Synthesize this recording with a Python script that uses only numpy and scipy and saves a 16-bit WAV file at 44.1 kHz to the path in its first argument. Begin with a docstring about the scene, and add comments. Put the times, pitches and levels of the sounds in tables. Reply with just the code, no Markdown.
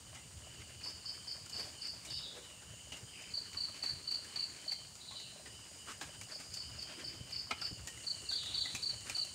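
"""Night in wet tropical undergrowth. From the start insects hiss, tree crickets pulse their wings,
and leaves drip, tick and rustle over a faint rumble. Near 1 s a small frog chirps, each note a quick
falling whistle; far frogs answer at 2, 5 and 8 s. Just after 3 s a far animal rasps and a lower, nearer
frog takes its turn. The higher frog returns after 6 s, and the loudest snap comes at 7.5 s, between two
dull thuds of a hand on the microphone. From 8 s the insects swell and the lower frog calls to the end."""
import sys
import numpy as np
from scipy import signal
from scipy.fft import rfft, irfft, next_fast_len
from scipy.io import wavfile

SR = 44100
rng = np.random.default_rng(int(sys.argv[2]) if len(sys.argv) > 2 else 0)


def to_wav(sig):
    """Store sig (one row per channel, or 1-D mono) as 16-bit WAV at the path in sys.argv[1].

    Samples outside -1..1 are clipped; the rate is SR.
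    """
    pcm = np.clip(np.atleast_2d(sig), -1, 1) * 32767
    pcm = np.round(pcm).astype(np.int16)
    wavfile.write(sys.argv[1], SR, pcm.T)  # frames by channels


N = 411894
TIME = np.arange(N) / SR


def from_db(db):
    """Turn decibels into a number to multiply by."""
    return 10 ** (np.asarray(db) / 20)


def rms_one(x):
    """Scale a sound to an average strength (rms) of 1."""
    return x / np.sqrt(np.mean(x ** 2) + 1e-20)


def along(rows, t):
    """Read each column of a table at the times t, gliding between rows."""
    times, *columns = np.transpose(rows)
    return [np.interp(t, times, column) for column in columns]


def seconds(length):
    """The time of each sample in a short sound."""
    return np.arange(int(length * SR)) / SR


def add(track, start, sound):
    """Mix a sound into a track at a start time in seconds."""
    at = max(int(start * SR), 0)
    track[at:at + len(sound)] += sound[:max(N - at, 0)]


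def coloured(x, spectrum):
    """Turn frequencies up or down by a table of (frequency [Hz], level [dB])."""
    size = next_fast_len(len(x))
    hz, db = np.transpose(spectrum)
    bins = np.maximum(np.fft.rfftfreq(size, 1 / SR), 1)
    gain = from_db(np.interp(np.log(bins), np.log(hz), db))
    return irfft(rfft(x, size) * gain, size)[:len(x)]


def resonate(x, hz, width_hz):
    """Let a sound ring at one pitch; a narrower width rings longer."""
    r = np.exp(-np.pi * width_hz / SR)
    feedback = [1, -2 * r * np.cos(2 * np.pi * hz / SR), r * r]
    return signal.lfilter(np.array([1, 0, -1]) * (1 - r * r) / 2, feedback, x + 1e-18)


def resonate_twice(x, hz, width_hz):
    """Ring twice over, leaving less of the other pitches."""
    return resonate(resonate(x, hz, width_hz), hz, width_hz)


def drift(per_s):
    """A random wobble that heads for a new value per_s times a second."""
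    targets = rng.standard_normal(4096)
    return rms_one(np.interp(TIME * per_s, np.arange(len(targets)), targets))


def foliage(x, t60, count=3000):
    """Many leaves send back small echoes, which fade by 60 dB in t60 seconds."""
    lag = rng.random(count) * .6
    strengths = rng.standard_normal(count) * from_db(-60 * lag / t60)
    echoes = np.zeros(SR)
    np.add.at(echoes, (lag * SR).astype(int) + 60, strengths)
    return signal.oaconvolve(x, echoes / np.linalg.norm(echoes))[:N]


# The tone of still night air: (frequency [Hz], level [dB])
AIR_TONE = [(20, -55), (60, -31), (170, 5), (300, -6), (700, -7.5), (2200, -16), (3700, -11), (8500, -13),
            (10000, -18), (12000, -24.5), (15500, -19.5)]
# How strong the low rumble is: (time [s], level [dB])
RUMBLE_LEVEL = [(0, -60.5), (2.5, -63.5), (6, -64), (7.6, -60.5), (9.3, -60.5)]
def air():
    """An even hush over a low, unsteady rumble."""
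    low_band = signal.butter(3, [60, 135], "band", fs=SR, output="sos")
    rumble = rms_one(signal.sosfilt(low_band, rng.standard_normal(N)))
    rumble *= from_db(along(RUMBLE_LEVEL, TIME)[0] + 3.1 * drift(16))
    hush = rms_one(coloured(rng.standard_normal(N), AIR_TONE))
    return from_db(-62) * hush + rumble


def swarm(hz, width_hz):
    """Many far insects on one pitch merge into a narrow hiss."""
    return rms_one(resonate_twice(rng.standard_normal(N), hz, width_hz))


# How loud the insect chorus is: (time [s], level [dB])
CHORUS_LEVEL = [(0, -59.5), (6.6, -58), (7.4, -61.5), (7.7, -61), (8.05, -54.5), (9.34, -54)]
# The swarms that make up the chorus: (pitch [Hz], width [Hz], level [dB])
CHORUS_SWARMS = [(5700, 1500, -5.5), (6910, 910, 2), (7740, 1900, -1), (8734, 1120, 1)]
# How loud one far, trilling insect is: (time [s], level [dB])
TRILL_LEVEL = [(2.6, -82), (3.2, -60), (5.0, -87), (5.45, -61.5), (6.15, -64), (6.7, -58), (7.55, -63),
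               (7.85, -72)]
def insects():
    """A high chorus, a lower swarm, and one unsteady trill that swells and fades."""
    chorus = sum(from_db(db + .87 * drift(8.2)) * swarm(hz, width) for hz, width, db in CHORUS_SWARMS)
    lower = from_db(-65.5 + 1.6 * drift(5)) * swarm(hz=4680, width_hz=700)
    trill = from_db(along(TRILL_LEVEL, TIME)[0] + 1.5 * drift(7)) * swarm(hz=4900, width_hz=380)
    return from_db(along(CHORUS_LEVEL, TIME)[0]) * rms_one(chorus) + lower + trill


def drips(per_s=30, spread_db=3, leaf_count=12):
    """Small drops pat at random on wet leaves of many sizes, which barely ring."""
    sizes = from_db(spread_db * np.minimum(rng.exponential(1, N), 3))
    drops = sizes * (rng.random(N) < per_s / SR)
    leaf_hit = rng.integers(0, leaf_count, N)
    pitches = np.geomspace(450, 3000, leaf_count)
    pats = sum(resonate(drops * (leaf_hit == k), hz, hz / 4) / hz ** .67 for k, hz in enumerate(pitches))
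    return from_db(-68.5) * rms_one(pats + foliage(pats, t60=.1))


# The tone of rubbing leaves: (frequency [Hz], level [dB])
RUSTLE_TONE = [(100, -4.5), (300, 7), (700, -1.5), (2200, 2.5), (3700, 1), (8000, 2), (11000, -8.5),
               (15500, -22)]
# Leaves brushing together: (time [s], length [s], level [dB], leaf pitch [Hz], ring boost [dB])
LEAF_BRUSHES = [(0.78, 0.16, -62, 865, 4), (1.47, 0.31, -53, 700, 5), (2.21, 0.26, -67.5, 516, 24),
                (3.415, 0.11, -61.5, 1580, 8), (3.655, 0.35, -64, 1810, 5), (4.138, 0.2, -73, 1520, 14),
                (5.851, 0.091, -57, 1220, 15), (6.276, 0.068, -64, 1400, 14), (6.863, 0.39, -76, 325, 26.5),
                (8.2, 0.86, -70, 6900, 0), (9.04, 0.14, -56, 1480, 3)]
# How much the leaves stir between rustles: (time [s], level change [dB])
LEAF_STIR = [(0, -1), (1.3, -1), (1.9, 2), (2.7, -1.5), (4.5, 4), (4.9, -4.5), (5.4, 1), (6.8, 2.5),
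             (9.3, 1)]
def rustle(grain_db=1, patchy_db=6):
    """Leaves rub in small, uneven slips, each with a hollow note; each size stirs in its own time."""
    grainy = rng.standard_normal(N) * from_db(grain_db * drift(260) + 2.54 * drift(40))
    slips = rms_one(coloured(grainy, RUSTLE_TONE))
    brushes = np.zeros(N)
    for start, length, db, hz, ring_db in LEAF_BRUSHES:
        rub = slips[int(start * SR):][:int(length * SR)]
        rub = from_db(db) * np.hanning(len(rub)) * rub
        add(brushes, start, rub + from_db(ring_db) * resonate(rub, hz, hz / 3))
    leaves = sum(from_db(patchy_db * np.minimum(drift(26), 1.7)) * resonate(slips, hz, hz / 3)
                 for hz in np.geomspace(280, 2400, num=6))
    stirring = from_db(-67.5 + 1.3 * drift(5.7)) * rms_one(leaves) + from_db(-65) * slips
    return brushes + from_db(along(LEAF_STIR, TIME)[0]) * stirring


# A hand shifting on the microphone: (time [s], push level [dB])
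HAND_BUMPS = [(1.55, -66), (3.029, -60.5), (6.395, -59), (7.202, -53), (7.712, -51.5), (8.741, -57)]
def hand_bumps(t60=.091):
    """Soft touches on the microphone's case give short, dull thuds."""
    push, t = np.zeros(N), seconds(.3)
    for start, db in HAND_BUMPS:
        add(push, start, from_db(db - 60 * t / t60) * rng.standard_normal(len(t)))
    return from_db(36.5) * resonate_twice(push, hz=96.5, width_hz=113)


def crunch(t60, grain_db=3):
    """One sharp contact, then a dying shower of tiny ones."""
    t = seconds(.25)
    shower = rng.standard_normal(len(t))
    grains = np.repeat(rng.standard_normal(len(t)), 24)[:len(t)]
    shower *= from_db(grain_db * grains)
    shower[0] = 6   # the first contact
    return shower * from_db(-60 * t / max(t60, .005))


def faint_snaps(per_s=2, knock_db=-62, crack_db=-68, ring_db=-48, t60=.06):
    """Extra rows for LEAF_HITS: faint snaps at random moments, each on its own leaf."""
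    return [((k + when) / per_s, knock_db + 6 * size, crack_db, t60, 1200 + 1800 * leaf, ring_db)
            for k, (when, size, leaf) in enumerate(rng.random((64, 3))) if k + when < per_s * N / SR]


# The loudest drips and snaps on leaves:
# (time [s], knock level [dB], crack level [dB], fade time [s], ring pitch [Hz], ring level [dB])
LEAF_HITS = [(.153, -55.5, -77, 0.23, 2100, -47), (.813, -59, -79, 0.087, 2500, -47),
             (.858, -54, -76, 0.082, 1010, -37), (1.497, -59, -64.5, 0.068, 4900, -45),
             (2.05, -60, -66, 0.17, 2370, -46), (2.921, -52, -68.5, 0.21, 2840, -31),
             (3.545, -52.5, -72, 0.091, 1140, -29), (3.684, -58, -77, 0.15, 1210, -38),
             (3.835, -49.5, -65.5, 0.18, 1960, -43), (4.114, -57, -64, 0.046, 2320, -38),
             (4.245, -67, -70, 0.077, 1670, -38), (4.359, -49, -69, 0.081, 1780, -36),
             (4.615, -82.5, -70, .037, 3090, -69.5), (4.72, -53, -62, 0.093, 2180, -39),
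             (5.11, -57, -80, 0.14, 1100, -40.5), (5.459, -54, -82, 0.15, 1930, -37.5),
             (6.012, -46, -64, 0.18, 1676, -29), (6.213, -49.5, -61, 0.051, 2310, -38),
             (6.4, -56, -69, 0.17, 1510, -44), (6.54, -70, -62.5, 0.13, 2800, -49),
             (6.894, -54.5, -86, 0.19, 597, -36), (7.509, -39, -64, 0.053, 1320, -22.5),
             (7.5119, -36, -75, 0.069, 2340, -24), (7.617, -47.5, -68, 0.079, 1370, -31),
             (7.873, -51, -60, 0.12, 1870, -33), (8.311, -56, -65, 0.11, 1540, -34.5),
             (8.459, -53.5, -69, 0.099, 1950, -43), (8.655, -52.5, -71, 0.15, 1980, -31.5),
             (8.7491, -48, -57.5, 0.094, 2440, -26.5), (8.937, -56, -72, 0.073, 1600, -48),
             (9.069, -49, -76, 0.057, 1180, -44), (9.0973, -45.5, -54, .04, 2440, -26),
             (9.165, -56.5, -67, 0.18, 1290, -40), (9.25, -70, -59, 0.029, 3000, -49)]
# The tones that all struck leaves share: (pitch [Hz], width [Hz], level [dB])
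LEAF_TONES = [(253, 63, 9), (775, 285, 7.5), (1320, 114, 9.5), (1780, 930, 8), (2340, 1070, 13),
              (3090, 1900, 7.5), (4850, 1570, 3)]
# The brittle top of a tick: (frequency [Hz], level [dB])
CRACK_TONE = [(1500, -6), (3500, 16.5), (7500, 24.5), (9500, 14), (12000, 8), (15500, 2)]
def leaf_ticks():
    """Each hit knocks the shared leaf tones, rings its own leaf and gives a brittle crack."""
    knocks, rings, cracks = np.zeros((3, N))
    for start, knock_db, crack_db, t60, hz, ring_db in LEAF_HITS + faint_snaps():
        blow = crunch(t60)
        ring = resonate(resonate(blow, hz, hz / 14), hz, hz / 3)
        add(knocks, start, from_db(knock_db) * blow)
        add(rings, start, from_db(ring_db) * ring)
        add(cracks, start, from_db(crack_db) * crunch(t60))
    # every other tone is flipped, so neighbours do not cancel between their pitches
    body = sum((-1) ** k * from_db(db) * resonate(knocks, hz, width)
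               for k, (hz, width, db) in enumerate(LEAF_TONES))
    ticks = from_db(3.5) * (body + rings) + coloured(cracks, CRACK_TONE)
    return ticks + from_db(-10) * foliage(ticks, t60=.22)


def surroundings():
    """Everything that is not an animal."""
    return leaf_ticks() + drips() + rustle() + hand_bumps() + air()


# How much the left and right sides differ: (frequency [Hz], level [dB])
STEREO_WIDTH = [(70, -24), (250, -13), (1000, -10), (2500, -14), (5000, -13), (7000, -30), (9000, -38),
                (12000, -3), (15000, -9)]
def surround(middle, other):
    """Both sides hear nearly the same; a second sound, added left and taken away right, gives width."""
    return middle + coloured(other, STEREO_WIDTH) * [[1], [-1]]


def far_rasp(start_s=3.11, length_s=.22, pulses_per_s=50, depth=.61):
    """A far animal's short, hoarse, throbbing call."""
    loudness, t = np.zeros(N), seconds(length_s)
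    throb = signal.windows.tukey(len(t), .3) * (1 + depth * np.sin(2 * np.pi * pulses_per_s * t))
    add(loudness, start_s, from_db(-59) * throb)
    return foliage(loudness * swarm(hz=2440, width_hz=770), t60=.12)


def cricket_chirp(length, hz, sag, strokes_per_s=55):
    """A run of uneven wing strokes; the pitch sags within each stroke and along the chirp."""
    t = seconds(length)
    stroke = t * strokes_per_s * rng.uniform(.85, 1.15) % 1   # runs from 0 to 1 in each stroke
    unsteady = .022 * np.interp(t * 90, np.arange(64), rng.standard_normal(64))
    fall = 1 - 2 * t / length + 2.2 * (1 - 2 * stroke)
    pitch = hz * (1 + sag * fall + unsteady)
    wings = np.sin(np.pi * stroke) * np.sin(2 * np.pi * np.cumsum(pitch) / SR)
    return rms_one(signal.windows.tukey(len(t), .15) * wings)


# The nearest cricket's falling chirps: (time [s], level [dB])
FALLING_CHIRPS = [(.05, -65), (0.401, -63), (.54, -65), (.69, -65), (0.881, -66), (1.45, -62),
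                  (1.709, -61.5), (2.049, -60), (2.41, -62.5), (2.631, -63.5), (2.77, -64), (3.061, -62.5),
                  (3.428, -62.5), (3.69, -64), (4.03, -62.5), (4.26, -60.5), (5.13, -60.5), (5.47, -61.5),
                  (5.77, -61), (6.07, -62), (6.601, -61), (6.85, -63), (7.2, -61.5), (7.48, -59),
                  (7.64, -63.5), (7.859, -61), (8.111, -59), (8.37, -59), (8.889, -61.5), (9.079, -59.5),
                  (9.222, -62)]
# A second cricket's longer, steadier chirps: (time [s], length [s])
STEADY_CHIRPS = [(1.035, 0.31), (3.032, .3), (4.562, 0.29), (6.778, .46), (8.40, 0.35)]
def tree_crickets():
    """Two crickets chirp through the leaves, and many more blur behind them."""
    chirps = np.zeros(N)
    for start, db in FALLING_CHIRPS:
        add(chirps, start, from_db(db) * cricket_chirp(length=.19, hz=2930, sag=.0328))
    for start, length in STEADY_CHIRPS:
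        add(chirps, start, from_db(-63.5) * cricket_chirp(length, hz=3100, sag=.0126))
    farther = from_db(-69.5) * swarm(hz=2942, width_hz=330)
    return from_db(-8) * chirps + from_db(.5) * foliage(chirps, t60=.3, count=5000) + farther


# Calls of far frogs:
# (time [s], notes [count], first pitch [Hz], last pitch [Hz], level [dB], ring width [Hz])
FAR_FROG_CALLS = [(2.059, 3, 3740, 3790, -36, 320), (4.98, 3, 4040, 4050, -35.5, 455),
                  (8.285, 5, 3737, 3976, -29, 420)]
def far_frogs(note_s=.036, gap_s=.076, swell_db=6.5, fall=.233, pitch_spread=.0191):
    """Runs of falling notes swell and climb a little, echoing off nearby plants and then the forest."""
    calls, t = np.zeros(N), seconds(note_s)
    for start, notes, first_hz, last_hz, db, width_hz in FAR_FROG_CALLS:
        for k, progress in enumerate(np.linspace(0, 1, round(notes))):
            hz = first_hz + (last_hz - first_hz) * progress
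            pitch = hz * (1 + pitch_spread * rng.standard_normal())
            sweep = signal.chirp(t, pitch * (1 + fall), note_s, pitch * (1 - fall))
            note = resonate(signal.windows.cosine(len(t)) * sweep, hz, width_hz)
            add(calls, start + k * gap_s, from_db(db - swell_db * (1 - progress)) * note)
    through_plants = from_db(-6) * calls + foliage(calls, t60=.2, count=4000)
    return foliage(through_plants, t60=.68, count=6000)


def whistle(shape, overtone_db, pitch_ratio, pitch_spread=.0077):
    """One falling note with a weak overtone at three times its pitch; no two are quite alike."""
    t = seconds(shape[-1][0])
    hz, db = along(shape, t)
    pitch = hz * (pitch_ratio + pitch_spread * rng.standard_normal())
    phase = 2 * np.pi * np.cumsum(pitch) / SR
    tone = np.sin(phase) + from_db(overtone_db) * np.sin(3 * phase)
    return from_db(db) * signal.windows.tukey(len(t), .15) * tone


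def frog_call(shape, notes, gap_s, overtone_db, lead_in_ratio, lead_in_db=-16, first_db=-1.5):
    """A soft, lower lead-in note, then the full notes as the frog's throat sac fills."""
    call = np.zeros(SR // 4)
    for k, db in enumerate([lead_in_db, first_db, 0, 0][:round(notes) + 1]):
        add(call, k * gap_s, from_db(db) * whistle(shape, overtone_db, lead_in_ratio if k == 0 else 1))
    return call


# One note of the higher frog: (time in the note [s], pitch [Hz], level [dB])
HIGH_FROG_NOTE = [(0, 5520, -16), (.005, 5190, -4), (.009, 4880, -1), (.012, 4630, 0), (.015, 4470, -3),
                  (.020, 4280, -19)]
# Its calls: (time [s], notes [count], level [dB])
HIGH_FROG_CALLS = [(.828, 2, -34), (1.048, 2, -33.5), (1.268, 2, -33.5), (1.52, 3, -34), (1.808, 3, -34),
                   (2.096, 3, -34), (6.31, 2, -39.5), (6.528, 3, -37.5), (6.782, 2, -37.5), (7.037, 2, -37),
                   (7.319, 3, -34), (7.609, 2, -32)]
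# Its unmuffled sound grows as the microphone moves into plain view: (time [s], level [dB])
HIGH_FROG_IN_VIEW = [(3, -18), (6, -6)]
def high_frog(gap_s=.0323):
    """Half hidden in plants: mostly the low end of a note comes straight; echoes carry all of it."""
    calls = np.zeros(N)
    for start, notes, db in HIGH_FROG_CALLS:
        call = frog_call(HIGH_FROG_NOTE, notes, gap_s, overtone_db=-32, lead_in_ratio=.92)
        add(calls, start - gap_s, from_db(db) * call)
    muffled = resonate(calls, hz=4570, width_hz=170)
    clear = from_db(along(HIGH_FROG_IN_VIEW, TIME)[0]) * calls
    plants = from_db(-9.5) * foliage(calls, t60=.13, count=4000)
    forest = from_db(-2.5) * foliage(calls, t60=.5, count=2000)
    return muffled + clear + plants + forest


# One note of the lower, nearer frog: (time in the note [s], pitch [Hz], level [dB])
LOW_FROG_NOTE = [(0, 4790, -20), (.003, 4680, -7), (.007, 4540, 0), (.0105, 4370, -5), (.014, 4190, -3.5),
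                 (.017, 4060, -7), (.020, 3940, -20)]
# Its calls: (time [s], notes [count], level [dB])
LOW_FROG_CALLS = [(3.335, 2, -29), (3.567, 3, -28.5), (3.822, 3, -28.5), (4.071, 3, -29), (4.355, 3, -29.5),
                  (4.676, 2, -29), (8.064, 2, -30), (8.286, 3, -28.5), (8.54, 3, -29), (8.823, 3, -29.5),
                  (9.145, 3, -29)]
# Its sound paths change as the microphone moves: (time [s], straight path width [Hz], leaf echo [dB])
LOW_FROG_PATHS = [(4.8, 420, -18), (8.0, 850, -4.5)]
def low_frog(gap_s=.0332, ground_lag_s=.0122, leaf_lag_s=.0078, ground_db=-1.5, lag_spread=.06):
    """Echoes off the ground and a leaf overlap each note and roughen it, differently in every call."""
    calls, close = np.zeros((2, N))
    for start, notes, db in LOW_FROG_CALLS:
        call = from_db(db) * frog_call(LOW_FROG_NOTE, notes, gap_s, overtone_db=-17, lead_in_ratio=.96)
        straight_width, leaf_db = along(LOW_FROG_PATHS, start)
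        add(calls, start - gap_s, call)
        add(close, start - gap_s, resonate(call, hz=4540, width_hz=straight_width))
        for lag_s, echo_db, width_hz in (ground_lag_s, ground_db, 420), (leaf_lag_s, leaf_db, 900):
            echo = from_db(echo_db) * resonate_twice(call, hz=4480, width_hz=width_hz)
            delay = lag_s * (1 + lag_spread * rng.uniform(-1, 1))
            add(close, start - gap_s + delay, echo)
    scattered = resonate(calls, hz=4640, width_hz=900)
    overtone = resonate(calls, hz=14200, width_hz=600)
    sheen = from_db(-17) * foliage(overtone, t60=.2)
    plants = from_db(-10) * foliage(scattered, t60=.16)
    forest = from_db(-4.5) * foliage(scattered, t60=.65, count=2000)
    return from_db(-1) * close + sheen + plants + forest


def scene():
    """The animals are straight ahead; leaves and air are all around."""
    animals = high_frog() + low_frog() + far_frogs() + tree_crickets() + far_rasp() + insects()
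    return animals + surround(surroundings(), surroundings())


def record(dry, cutoff_hz=15600):
    """Cut the very highest treble steeply."""
    return signal.sosfilt(signal.ellip(10, .1, 70, cutoff_hz, fs=SR, output="sos"), dry)


dry = scene()
out = record(dry)
to_wav(out)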